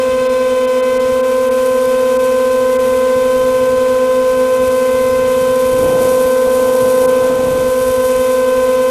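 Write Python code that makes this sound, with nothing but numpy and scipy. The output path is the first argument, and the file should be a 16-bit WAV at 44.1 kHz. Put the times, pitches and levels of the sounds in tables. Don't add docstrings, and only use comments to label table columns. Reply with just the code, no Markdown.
import sys
import numpy as np
from scipy import signal
from scipy.fft import rfft, irfft, next_fast_len
from scipy.io import wavfile

SR = 44100
rng = np.random.default_rng(int(sys.argv[2]) if len(sys.argv) > 2 else 0)


def file_out(sig):
    cols = np.atleast_2d(sig).T
    lim = np.clip(cols, -1, 1)
    pcm = np.round(lim * 32767).astype(np.int16)
    wavfile.write(sys.argv[1], SR, pcm)


N = 392490
TIME = np.arange(N) / SR

# (time [s], shaft speed [Hz], blade tone level [dB])
NEAR_PROPELLER = [(0, 258, -14), (.7, 255.9, -13.5), (1.2, 257.7, -13.5), (1.8, 257.1, -13),
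                  (4.4, 256.8, -12.5), (5, 257.2, -13), (5.85, 257.2, -13), (6.1, 257, -12),
                  (6.7, 256.8, -12.5), (7.1, 256.6, -11), (7.4, 257.1, -14.5), (8.3, 256.8, -13),
                  (8.9, 256.5, -12.5)]
# (time [s], relative buffeting level [dB], relative rush level [dB])
GUST_LEVELS = [(5.74, -34, -41), (5.9, -31, -26.5), (6.1, -40, -33.5), (6.6, -41, -32), (7, -41.5, -33),
               (7.45, -34, -30.5), (7.62, -33.5, -33), (7.7, -43, -45)]


def gain_of(db):
    return np.exp(np.asarray(db) * (np.log(10) / 20))


def unit_rms(x):
    return x / np.sqrt(np.mean(x ** 2) + 1e-20)


def curves(rows):
    times, *columns = np.transpose(rows)
    return [np.interp(TIME, times, column) for column in columns]


def spectral_gain(spectrum, hz):
    knots_hz, db = np.transpose(spectrum)
    return gain_of(np.interp(np.log(hz + 1), np.log(knots_hz + 1), db))


def noise(spectrum):
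    size = next_fast_len(N)
    white = rfft(rng.standard_normal(size))
    return unit_rms(irfft(white * spectral_gain(spectrum, np.fft.rfftfreq(size, 1 / SR)), size)[:N])


def wander(rate_hz, size=8192):
    hz = np.fft.rfftfreq(size, TIME[-1] / size)
    slow = irfft(rfft(rng.standard_normal(size)) / (1 + (hz / rate_hz) ** 2))
    return unit_rms(np.interp(TIME, np.linspace(0, TIME[-1], size), slow))


def partial(turns, order, lag=0.):
    cycles = order * turns - lag
    return np.sqrt(2) * np.cos(2 * np.pi * (cycles - np.floor(cycles)).astype(np.float32))


def blade_gate(turns, width):
    return np.exp(-.5 * (((2 * turns + .5) % 1 - .5) / width) ** 2)


def near_propeller(turns, level_db, slap_order=8, drift_db=.14, flutter=.037, dispersion=.00476):
    # (shaft order, level against the blade tone [dB])
    harmonics = [(1, -15.5), (2, 0.5), (3, -30.5), (4, -12), (5, -32.5), (6, -20), (8, -31), (9, -35.5),
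                 (10, -29), (12, -32), (14, -37), (16, -39.5), (18, -46), (20, -37.5), (22, -45.5),
                 (24, -63), (26, -52)]
    # (time [s], lift [dB])
    slap = [(0, 4), (.95, 3), (1.25, -0.5), (4.5, -1.5), (5.2, 0.5), (6.7, -4), (7.5, -2.5), (8.7, 1)]
    # (time [s], lift [dB], half-width [s])
    flares = [(.95, 5.5, 0.19), (3.0, 4.5, 0.44), (5.03, 6, 0.26)]
    slap_db = curves(slap)[0]
    flare_db = sum(db * np.exp(-((TIME - s) / width) ** 2) for s, db, width in flares)
    blunt_db = -gust_window()
    out = np.zeros(N)
    for order, db in harmonics:
        order = round(order)
        lift_db = slap_db * (order >= slap_order) + flare_db * (order == slap_order)
        lift_db += blunt_db * (order == 4)
        unsteady = np.clip(order - 2, .5, 12.4)
        swell = gain_of(level_db + db + lift_db + drift_db * unsteady * wander(2.6))
        lag = dispersion * order ** 2
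        out += swell * (1 + flutter * unsteady * wander(41)) * partial(turns, order, lag)
    return out


def slot_whine(turns, level_db, waver=.45):
    # (shaft order, relative level [dB])
    whistles = [(18, -58.5), (36, -54.5)]
    return sum(gain_of(level_db + db) * (1 + waver * wander(30)) * partial(turns, round(order))
               for order, db in whistles)


def mount_buzz(turns, lead_turns=.0943, jitter_turns=.0035, scrape=.41, dispersion=.0013):
    # (time [s], relative level [dB])
    levels = [(0, -46), (1.26, -42), (1.44, -37.5), (2.67, -37.5), (4.35, -40), (4.65, -34), (5.2, -35.5),
              (5.95, -31.5), (6.3, -31.5), (6.44, -34), (6.56, -31), (7, -30.5), (7.15, -34.5), (7.6, -36),
              (8, -31.5), (8.5, -35), (8.9, -34.5)]
    # (frequency [Hz], level [dB])
    tick = [(2000, -16), (4000, -0.5), (5500, -0.5), (7500, 0.5), (9500, 4), (11500, 4), (13000, 2),
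            (15000, -13)]
    contact = turns + lead_turns + jitter_turns * wander(70)
    shaft_hz = np.mean(np.asarray(NEAR_PROPELLER)[:, 1])
    orders = np.arange(8, 60, 2)
    lags = dispersion * (orders - orders.mean()) ** 2
    ticks = sum(spectral_gain(tick, order * shaft_hz) * partial(contact, order, lag)
                for order, lag in zip(orders, lags))
    grit = noise(tick) * blade_gate(contact, width=.11)
    uneven_db = 2 * wander(130) + 1.16 * wander(8)
    buzz = (unit_rms(ticks) + scrape * unit_rms(grit)) * gain_of(uneven_db)
    return gain_of(curves(levels)[0] - .46) * unit_rms(buzz)


def wing_propeller(turns, level_db, unbalance_db, eddy_db=-5., sway_db=.74):
    # (shaft order, level against the blade tone [dB])
    harmonics = [(2, 1), (3, -23.5), (4, -13), (6, -22)]
    # (shaft order, relative level [dB])
    bands = [(4, -44), (6, -50.5), (8, -47), (10, -46), (12, -52), (14, -47), (16, -50)]
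    shake = gain_of(unbalance_db) * partial(turns, 1)
    tones = sum(gain_of(level_db + db) * partial(turns, round(order)) for order, db in harmonics)
    eddies = sum(gain_of(db) * wander(91) * partial(turns, round(order)) for order, db in bands)
    return shake + tones * gain_of(sway_db * wander(5.8)) + gain_of(eddy_db) * eddies


def bearing(turns, level_db=-43.):
    return gain_of(level_db) * (1 + .3 * wander(40)) * partial(turns, order=2.69)


def blade_hiss(near, fast, slow, level_db=-33, width=.08, flicker_db=.8):
    # (frequency [Hz], spectral density [dB])
    spectrum = [(200, -4), (380, -7), (600, -2.5), (850, -4.5), (1250, -1), (1750, -9), (2400, -5),
                (3400, -9), (4800, -11.5), (6200, -10.5), (9000, -12), (12500, -20), (15000, -21.5)]
    wing_pulses = blade_gate(fast, width) + blade_gate(slow, width)
    swell = 1 + .32 * blade_gate(near, width) + .29 * wing_pulses
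    return gain_of(level_db + flicker_db * wander(25)) * unit_rms(swell) * noise(spectrum)


def wind_rumble(lumps):
    # (time [s], level [dB])
    levels = [(0, -42), (.1, -33), (.7, -50), (1.05, -33), (1.3, -44.5), (3.4, -36.5), (4.7, -39),
              (5.1, -34.5), (5.85, -32.5), (6.3, -39), (7.1, -42), (7.62, -26), (7.75, -34), (8.9, -39)]
    # (frequency [Hz], spectral density [dB])
    spectrum = [(12, -13), (30, -2), (55, 1.5), (100, -2), (170, -5.5), (260, -11), (450, -20), (1000, -60)]
    return gain_of(curves(levels)[0]) * noise(spectrum) * lumps


def gust_window(half_fade_s=.072):
    start, end = GUST_LEVELS[0][0], GUST_LEVELS[-1][0]
    corners = [start - half_fade_s, start + half_fade_s, end - half_fade_s, end + half_fade_s]
    return np.interp(TIME, corners, [0, 1, 1, 0])


def gust(buffet_lumps, rush_lumps):
    # (frequency [Hz], spectral density [dB])
    buffet_spectrum = [(40, -26), (90, 3), (170, 3), (280, 6), (420, 0), (650, -11), (1500, -45)]
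    # (frequency [Hz], spectral density [dB])
    rush_spectrum = [(300, -10), (550, 4), (800, -0.5), (1200, -9.5), (1800, -33), (4000, -45)]
    buffet_db, rush_db = curves(GUST_LEVELS)
    buffet = gain_of(buffet_db + 8) * noise(buffet_spectrum) * buffet_lumps
    rush = gain_of(rush_db + 1) * noise(rush_spectrum) * rush_lumps
    return gust_window() * (buffet + rush)


def shaft_turns(speed_hz, hunt_hz, rate_hz):
    return np.cumsum(speed_hz + hunt_hz * wander(rate_hz)) / SR


def scene():
    # (time [s], shaft speed [Hz])
    fast_speed = [(0, 244), (.7, 248.5), (.9, 244), (1.55, 238.8), (1.8, 242), (2.2, 239), (2.64, 244),
                  (2.91, 237.6), (3.5, 251), (3.81, 244.5), (4.1, 251), (4.5, 253), (5, 240), (5.67, 242.5),
                  (6.55, 239), (7.95, 249), (8.3, 245.6), (8.9, 247.6)]
    # (time [s], shaft speed [Hz])
    slow_speed = [(0, 233), (1, 231.7), (1.65, 236), (2.5, 232.5), (3.7, 230), (6.7, 231), (7.4, 229.5),
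                  (8.9, 231.8)]
    # (time [s], blade tone level of the fast one [dB])
    wing_load = [(0, -31), (1.5, -28), (5.1, -28), (7, -25), (7.4, -27.5), (8.9, -27)]
    near_hz, near_db = curves(NEAR_PROPELLER)
    load_db = curves(wing_load)[0]
    near = shaft_turns(near_hz, hunt_hz=.12, rate_hz=12)
    fast = shaft_turns(curves(fast_speed)[0], hunt_hz=.6, rate_hz=5)
    slow = shaft_turns(curves(slow_speed)[0], hunt_hz=.6, rate_hz=5)
    close = near_propeller(near, near_db) + slot_whine(near, level_db=1.5) + mount_buzz(near)
    wings = wing_propeller(fast, load_db, unbalance_db=-33.)
    wings += bearing(fast) + slot_whine(fast, level_db=-1.)
    wings += wing_propeller(slow, load_db - 2, unbalance_db=-40.5)
    hiss = blade_hiss(near, fast, slow)
    surge = wander(23)
    low_lumps = unit_rms(gain_of(3.5 * surge))
    rush_lumps = unit_rms(gain_of(1.9 * surge))
    wind = wind_rumble(low_lumps) + gust(low_lumps, rush_lumps)
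    return (close + wings + hiss + wind)[None]


def record(dry, half_gap_s=.0095, depth=.9, edge_hz=15300):
    # (time [s], cutoff [Hz])
    dropouts = [(.284, 4000), (.666, 3750), (.818, 3820), (.988, 3400), (1.222, 2430), (1.5, 2810),
                (2.182, 1900), (2.78, 2300), (7.069, 1900)]
    out = dry[0]
    for s, hz in dropouts:
        treble = signal.sosfiltfilt(signal.butter(4, hz, "high", fs=SR, output="sos"), out)
        gap = np.exp(-abs((TIME - s) / half_gap_s) ** 3)
        out = out - depth * gap * treble
    low_pass = signal.firwin(1023, edge_hz, window=("kaiser", 9), fs=SR)
    return signal.oaconvolve(out, low_pass, "same")[None]


dry = scene()
out = record(dry)
file_out(out)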